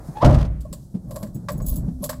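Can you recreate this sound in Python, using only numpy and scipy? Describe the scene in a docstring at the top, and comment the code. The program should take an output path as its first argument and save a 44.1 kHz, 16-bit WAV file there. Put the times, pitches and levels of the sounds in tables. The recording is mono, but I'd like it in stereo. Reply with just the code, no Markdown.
"""Car door slam and ignition key

Inside a small car, a stick-slip hinge creak leads to latch and slam: shaped noise, cabin modes and rattles.
The driver settles with dull bumps of low notes and noise; rumble, shuffling and cloth are coloured noise.
Key and lock scrape and click as filtered noise, and the bunch scrapes and jingles on ringing modes.
With the ignition on, the fuel pump's hum swells in as one slightly unsteady sine."""
import sys
import numpy as np
from scipy import signal
from scipy.fft import rfft, irfft, next_fast_len
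from scipy.io import wavfile
from scipy.ndimage import map_coordinates

SR = 44100
rng = np.random.default_rng(int(sys.argv[2]) if len(sys.argv) > 2 else 0)


def dump(signal):
    """Clip the signal to [-1, 1] and save it as 16-bit WAV at the path in sys.argv[1]."""
    limited = np.clip(np.atleast_2d(signal).T, -1, 1)
    pcm = np.round(limited * 32767).astype(np.int16)
    wavfile.write(sys.argv[1], SR, pcm)


N = 97020  # samples

# Body rumble: (time [s], level [dB]) and its colour (frequency [Hz], level per Hz [dB])
RUMBLE_LEVEL = [(.2, -44), (.8, -63), (1.15, -37), (1.48, -51.5), (1.55, -31.5), (1.72, -23.5), (2.0, -39)]
RUMBLE_SPECTRUM = [(22, -6), (60, -2.5), (110, -14)]
# The driver's movement: (time [s], level [dB]) and its colour (frequency [Hz], level per Hz [dB])
SHUFFLE_LEVEL = [(.2, -42.5), (.9, -42.5), (1.1, -35.5), (1.3, -38), (1.85, -29.5), (1.97, -39.5)]
SHUFFLE_SPECTRUM = [(110, 13), (175, 6.5), (430, -17.5), (600, -17), (1100, -33.5), (2000, -41.5)]
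# Rustle of the sleeve: (time [s], level [dB]) and its colour (frequency [Hz], level per Hz [dB])
CLOTH_LEVEL = [(0, -63), (.05, -54), (.55, -70), (.85, -60), (.93, -65.5), (1.9, -62.5)]
CLOTH_SPECTRUM = [(3500, -7.5), (14000, -7)]
# Outdoor noise through the open door: (frequency [Hz], level per Hz [dB])
OUTSIDE_SPECTRUM = [(200, 0), (700, -4.5), (2500, -26.5)]
OUTSIDE_DB = -46.5
# Stereo width of all noise: (frequency [Hz], side over mid [dB])
STEREO_WIDTH = [(40, -43.5), (140, -15), (550, -8), (1000, 0)]

PUMP_S, PUMP_RISE_S, PUMP_HZ, PUMP_DB = 1.433, 0.23, 252.6, -38.5

# Dull bumps of pedals, seat and gear lever: (time [s], level [dB], pitch [Hz])
BUMP_HITS = [(.082, -30, 148.7), (0.708, -34.5, 162.6), (.939, -20.5, 181.7), (1.222, -28, 207),
             (1.348, -24, 135), (1.535, -24.5, 155.4), (1.769, -24.5, 165.7), (1.874, -22.5, 169.4),
             (2.0, -28, 189)]
# Noise of a bump: (frequency [Hz], level per Hz [dB])
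BUMP_SPECTRUM = [(100, 0), (230, -3), (400, -17.5), (1700, -52), (12000, -57.5)]

# Keys knocking together: (time [s], level [dB])
KEY_CONTACTS = [(1.345, -35), (1.515, -27), (1.575, -38.5), (1.617, -40), (1.661, -18.5), (1.680, -18.5),
                (1.692, -21.5), (1.757, -21), (2.046, -26), (2.098, -24)]
# Ringing modes of the keys: (frequency [Hz], level [dB], t60 [s])
KEY_MODES = [(6735, -17, .12), (7750, -11, .15), (10850, -8, .11), (12050, -7, .08), (13160, -3, .09),
             (14990, 2, .08)]
# Grainy clash of metal: (frequency [Hz], level per Hz [dB])
CLASH_SPECTRUM = [(3300, -12), (9500, -15), (11200, 3.5), (15500, -13.5)]
KEY_HARD_DB = -10.5  # contact level at which the key modes keep their listed balance
KEY_BRIGHTENING = 0.44  # dB per octave of tilt for each dB harder

# Clicks of key and lock: (time [s], plastic level [dB], snap level [dB], metal tick level [dB])
LOCK_CLICKS = [(0.605, -55, -65, -42), (.648, -36.5, -69, -56), (.726, -34, -39.5, -29.5),
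               (1.107, -29.5, -40, -38), (1.157, -28.5, -34.5, -32.5), (1.226, -27.5, -31.5, -33.5),
               (1.265, -51, -47.5, -46.5), (1.484, -25, -18.5, -33), (1.498, -23, -36.5, -37.5),
               (1.599, -30.5, -39.5, -59), (2.038, -33, -34.5, -22), (2.091, -23, -20, -22),
               (2.127, -40, -31, -48)]
# Scraping of the key in the lock and of the keys against each other:
# (start [s], end [s], plastic level [dB], metal level [dB])
KEY_SCRAPES = [(1.076, 1.282, -41.5, -50), (1.631, 1.816, -49, -42), (2.018, 2.079, -33.5, -34.5)]
# Steering column, lock housing and metal tick: each (frequency [Hz], level per Hz [dB])
PLASTIC_SPECTRUM = [(440, -0.5), (590, 21), (850, -18), (1090, 9), (1350, -48)]
SNAP_SPECTRUM = [(800, 1.5), (1130, 7.5), (1350, -6.5), (1700, -1.5), (2900, -19), (5400, -7)]
TICK_SPECTRUM = [(2000, -6.5), (4600, 5), (6200, -1), (7600, 12), (9000, 3.5), (14000, 8.5)]

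# Hinge creak as the door swings: (time [s], pitch [Hz], level [dB])
HINGE_CREAK = [(.14, 815, -49), (.170, 840.5, -30), (.19, 879, -37), (.208, 855, -33.5),
               (.226, 1100, -18.5)]
CREAK_OVERTONE_DB = -17  # beside the fundamental
CREAK_GRIT_DB = -12  # beside the tonal squeak

# Latch and slam: each (frequency [Hz], level per Hz [dB])
LATCH_SPECTRUM = [(120, 4), (430, -11), (600, -2.5), (850, -10), (1150, -11.5), (1600, -30.5),
                  (3500, -40.5), (8000, -55)]
SLAM_SPECTRUM = [(25, 5.5), (140, 3.5), (300, -7), (470, -16), (600, -3.5), (800, -15), (1100, -16.5),
                 (1500, -29), (14000, -91.5)]
# Decay of the slam: (frequency [Hz], t60 [s])
SLAM_DECAY = [(40, 1), (900, 0.39), (4000, 0.93)]
# Air modes of the closed cabin: (frequency [Hz], level [dB], t60 [s])
CABIN_MODES = [(58.14, -5, 0.92), (133.3, 1, 0.4), (161.7, -10.5, 0.79), (236.2, -10, 0.41)]
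# Clatter of the door and its trim: (time [s], level [dB])
RATTLE_HITS = [(0.245, -7.5), (.305, -21.5), (.345, -18), (.385, -25), (.447, -28)]
# Rattling trim: (frequency [Hz], level per Hz [dB])
RATTLE_SPECTRUM = [(500, 16.5), (1100, 1), (1700, -5.5), (4800, -11), (15000, -29.5)]
LATCH_S, LATCH_DB, LATCH_T60_S = .2265, -5.5, 0.12
SLAM_S, SLAM_DB, SLAM_HOLD_S = .243, -9.5, 0.037
BOOM_DB, BOOM_RISE_S = -2, 0.011
CHATTER_DB, CHATTER_FALL_DB_PER_S, CHATTER_FADE_S = -29.5, 63, 0.443  # the last is when the fade-out starts

TOP_HZ = 15850  # band limit


def amp(db):
    """Turn decibels into gain."""
    return 10 ** (np.asarray(db) / 20)


def unit(x):
    """Scale to rms 1."""
    return x / np.sqrt(np.mean(x ** 2) + 1e-20)


def along(points, hz):
    """Read (Hz, value) points along a log frequency axis."""
    f, v = np.transpose(points)
    return np.interp(np.log(hz + 1), np.log(f + 1), v)


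def curves(rows):
    """Draw one automation curve for each column after the time."""
    times, *columns = np.transpose(rows)
    return [np.interp(np.arange(N) / SR, times, column) for column in columns]


def wobble(rate):
    """Draw a smooth random curve with rate knots a second."""
    knots = rng.standard_normal(4096)
    return map_coordinates(knots, [np.arange(N) * rate / SR], mode="wrap")


def add(out, s, x):
    """Mix x into out from time s."""
    i = max(0, round(s * SR))
    out[:, i:i + x.shape[1]] += x[:, :max(0, N - i)]


def pan(x, left_db):
    """Lean a stereo sound to the left by a level difference; negative leans right."""
    return x * amp([[left_db / 2], [-left_db / 2]])


def noise(spectrum, size=N):
    """Random-phase stereo noise of rms 1, narrow in the bass and wide in the treble."""
    hz = np.fft.rfftfreq(size, 1 / SR)
    low_skirt = 1 / (1 + (spectrum[0][0] / (hz + 1)) ** 6)
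    high_skirt = 1 / (1 + (hz / spectrum[-1][0]) ** 8)
    colour = low_skirt * high_skirt * amp(along(spectrum, hz))
    phases = np.exp(2j * np.pi * rng.random((2, len(hz))))
    side_gain = amp(along(STEREO_WIDTH, hz))
    mid, side = irfft(phases * colour * [np.ones(len(hz)), side_gain], size)
    return unit(np.array([mid + side, mid - side]))


def burst(spectrum, t60, rise_s, tail_db):
    """A knock on dense resonances: decaying noise with the cabin's short tail."""
    t = np.arange(SR // 3) / SR
    attack = (1 - np.exp(-t / rise_s)) ** 2
    decay = amp(-60 * t / t60) + amp(tail_db - 60 * t / 0.25)
    return noise(spectrum, size=len(t)) * attack * decay


def ring(modes, rise_s, spread, scatter_db=0, detune=0):
    """Decaying sine modes; spread [rad] scales a random phase in each ear."""
    t = np.arange(SR) / SR
    attack = (1 - np.exp(-t / rise_s)) ** 2
    chance = rng.standard_normal((len(modes), 4, 1))  # level, tuning, left phase, right phase
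    total = np.zeros((2, len(t)))
    for (hz, db, t60), c in zip(modes, chance):
        decay = amp(db + scatter_db * c[0] - 60 * t / t60)
        total += decay * np.sin(2 * np.pi * hz * (1 + detune * c[1]) * t + spread * c[2:])
    return attack * total


def background():
    """Coloured noise for body rumble, the driver's shuffling and sleeve, and outdoors until the door shuts."""
    t = np.arange(N) / SR
    unrest_db = 2 * wobble(30)
    rumble = amp(curves(RUMBLE_LEVEL)[0]) * noise(RUMBLE_SPECTRUM)
    shuffle = amp(curves(SHUFFLE_LEVEL)[0] + unrest_db) * noise(SHUFFLE_SPECTRUM)
    cloth = amp(curves(CLOTH_LEVEL)[0] + wobble(47)) * noise(CLOTH_SPECTRUM)
    door_open = np.clip((SLAM_S - t) / .02, 0, 1)
    outside = amp(OUTSIDE_DB) * door_open * noise(OUTSIDE_SPECTRUM)
    return pan(rumble + shuffle + cloth + outside, left_db=1.5)


def pump():
    """The fuel pump swells in as a hum, slightly unsteady in pitch and level."""
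    on = np.clip((np.arange(N) / SR - PUMP_S) / PUMP_RISE_S, 0, 1)
    phase = 2 * np.pi * np.cumsum(PUMP_HZ * (1 + .004 * wobble(20))) / SR
    return amp(PUMP_DB + wobble(12)) * on * np.sin(phase)


def bumps():
    """Soft blows on the floor and console, each a short low note with a dull noise burst."""
    out = np.zeros((2, N))
    for s, db, hz in BUMP_HITS:
        add(out, s, amp(db + 12.5) * ring([(hz, 0, .11)], rise_s=0.0097, spread=0.14))
        add(out, s, amp(db + 5) * burst(BUMP_SPECTRUM, t60=0.099, rise_s=0.0082, tail_db=-27))
    return out


def jingle():
    """Every contact in the bunch rings the keys anew over a grainy clash; harder contacts ring brighter."""
    ringing, clash = np.zeros((2, 2, N))
    top_hz = KEY_MODES[-1][0]
    for s, db in KEY_CONTACTS:
        tilt = KEY_BRIGHTENING * (db - KEY_HARD_DB)
        modes = [(hz, level + tilt * np.log2(hz / top_hz), t60) for hz, level, t60 in KEY_MODES]
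        add(ringing, s, amp(db - 11) * ring(modes, rise_s=.002, spread=.9, scatter_db=3, detune=.003))
        add(clash, s, amp(db - 7) * burst(CLASH_SPECTRUM, t60=0.06, rise_s=0.0046, tail_db=-23))
    grain = amp(3 * wobble(700))
    return pan((ringing + clash) * grain, left_db=-3)


def clicks_and_scrapes():
    """Clicks join a metal tick, a snap and a plastic knock; key and bunch scrape in swells of noise."""
    smooth = np.zeros((2, N))
    gritty = np.zeros((2, N))
    for s, plastic_db, snap_db, tick_db in LOCK_CLICKS:
        add(smooth, s, amp(plastic_db) * burst(PLASTIC_SPECTRUM, t60=0.076, rise_s=0.0038, tail_db=-12.5))
        add(smooth, s, amp(snap_db) * burst(SNAP_SPECTRUM, t60=0.05, rise_s=0.0023, tail_db=-20))
        add(gritty, s, amp(tick_db) * burst(TICK_SPECTRUM, t60=0.051, rise_s=0.0021, tail_db=-15.5))
    for start, end, plastic_db, metal_db in KEY_SCRAPES:
        progress = np.clip((np.arange(N) / SR - start) / (end - start), 0, 1)
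        scrape = amp(plastic_db) * noise(PLASTIC_SPECTRUM) + amp(metal_db) * noise(CLASH_SPECTRUM)
        gritty += np.sin(np.pi * progress) * scrape
    return smooth + gritty * amp(2.5 * wobble(900))


def hinge():
    """Rough stick-slip squeak: a jittery tone with overtones and grit, rising as the door swings shut."""
    hz, db = curves(HINGE_CREAK)
    t = np.arange(N) / SR
    phase = 2 * np.pi * np.cumsum(hz * (1 + .045 * wobble(900))) / SR
    fade_in = np.clip((t - HINGE_CREAK[0][0]) / 0.02, 0, 1)
    fade_out = np.clip((HINGE_CREAK[-1][0] - t) / 0.006 + 1, 0, 1)
    overtones = sum(np.sin(k * phase) / k for k in range(2, 6))
    tone = unit(np.sin(phase) + amp(CREAK_OVERTONE_DB) * overtones)
    squeak = tone + amp(CREAK_GRIT_DB) * noise(RATTLE_SPECTRUM)
    return squeak * fade_in * fade_out * amp(db + 3 * wobble(150))


def latch():
    """The latch catches: one sharp knock of noise on dense resonances."""
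    out = np.zeros((2, N))
    knock = burst(LATCH_SPECTRUM, t60=LATCH_T60_S, rise_s=0.0013, tail_db=-47.5)
    add(out, LATCH_S, amp(LATCH_DB) * knock)
    return out


def slam():
    """The door hits its seal: noise that holds, then dies at its own rate in each band."""
    out = np.zeros((2, N))
    hz, t, bands = signal.stft(noise(SLAM_SPECTRUM, size=SR), SR, nperseg=1024)
    fall = amp(-60 * np.maximum(t - SLAM_HOLD_S, 0) / along(SLAM_DECAY, hz)[:, None])
    panel = signal.istft(bands * fall, SR, nperseg=1024)[1]
    attack = np.minimum(np.arange(panel.shape[1]) / SR / 0.0035, 1)
    add(out, SLAM_S, amp(SLAM_DB) * panel * attack)
    return out


def cabin_boom():
    """The slam sets the cabin air booming on its low modes."""
    out = np.zeros((2, N))
    add(out, SLAM_S, amp(BOOM_DB) * ring(CABIN_MODES, rise_s=BOOM_RISE_S, spread=0.16))
    return out


def trim():
    """Door and trim rattle in separate knocks and chatter as flickering noise until they settle."""
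    out = np.zeros((2, N))
    for s, db in RATTLE_HITS:
        add(out, s, amp(db) * burst(RATTLE_SPECTRUM, t60=0.045, rise_s=0.0024, tail_db=-59))
    age = np.arange(N) / SR  # since the slam
    settling = np.clip((CHATTER_FADE_S - SLAM_S - age) / 0.051 + 1, 0, 1)
    chatter_db = CHATTER_DB - CHATTER_FALL_DB_PER_S * age + 4 * wobble(160)
    add(out, SLAM_S, amp(chatter_db) * settling * noise(RATTLE_SPECTRUM))
    return out


def door():
    """Latch, slam, cabin boom and trim together, a little to the left."""
    return pan(latch() + slam() + cabin_boom() + trim(), left_db=0.8)


def scene():
    """Mix all layers, from the background to the door."""
    return background() + pump() + bumps() + jingle() + clicks_and_scrapes() + hinge() + door()


def record(dry):
    """Softly clip the peaks, then cut everything above the band limit."""
    clipped = dry / (1 + np.abs(dry) ** 8) ** (1 / 8)
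    size = next_fast_len(N + SR // 4)
    passband = np.fft.rfftfreq(size, 1 / SR) < TOP_HZ
    return irfft(rfft(clipped, size) * passband, size)[:, :N]


dry = scene()
out = record(dry)
dump(out)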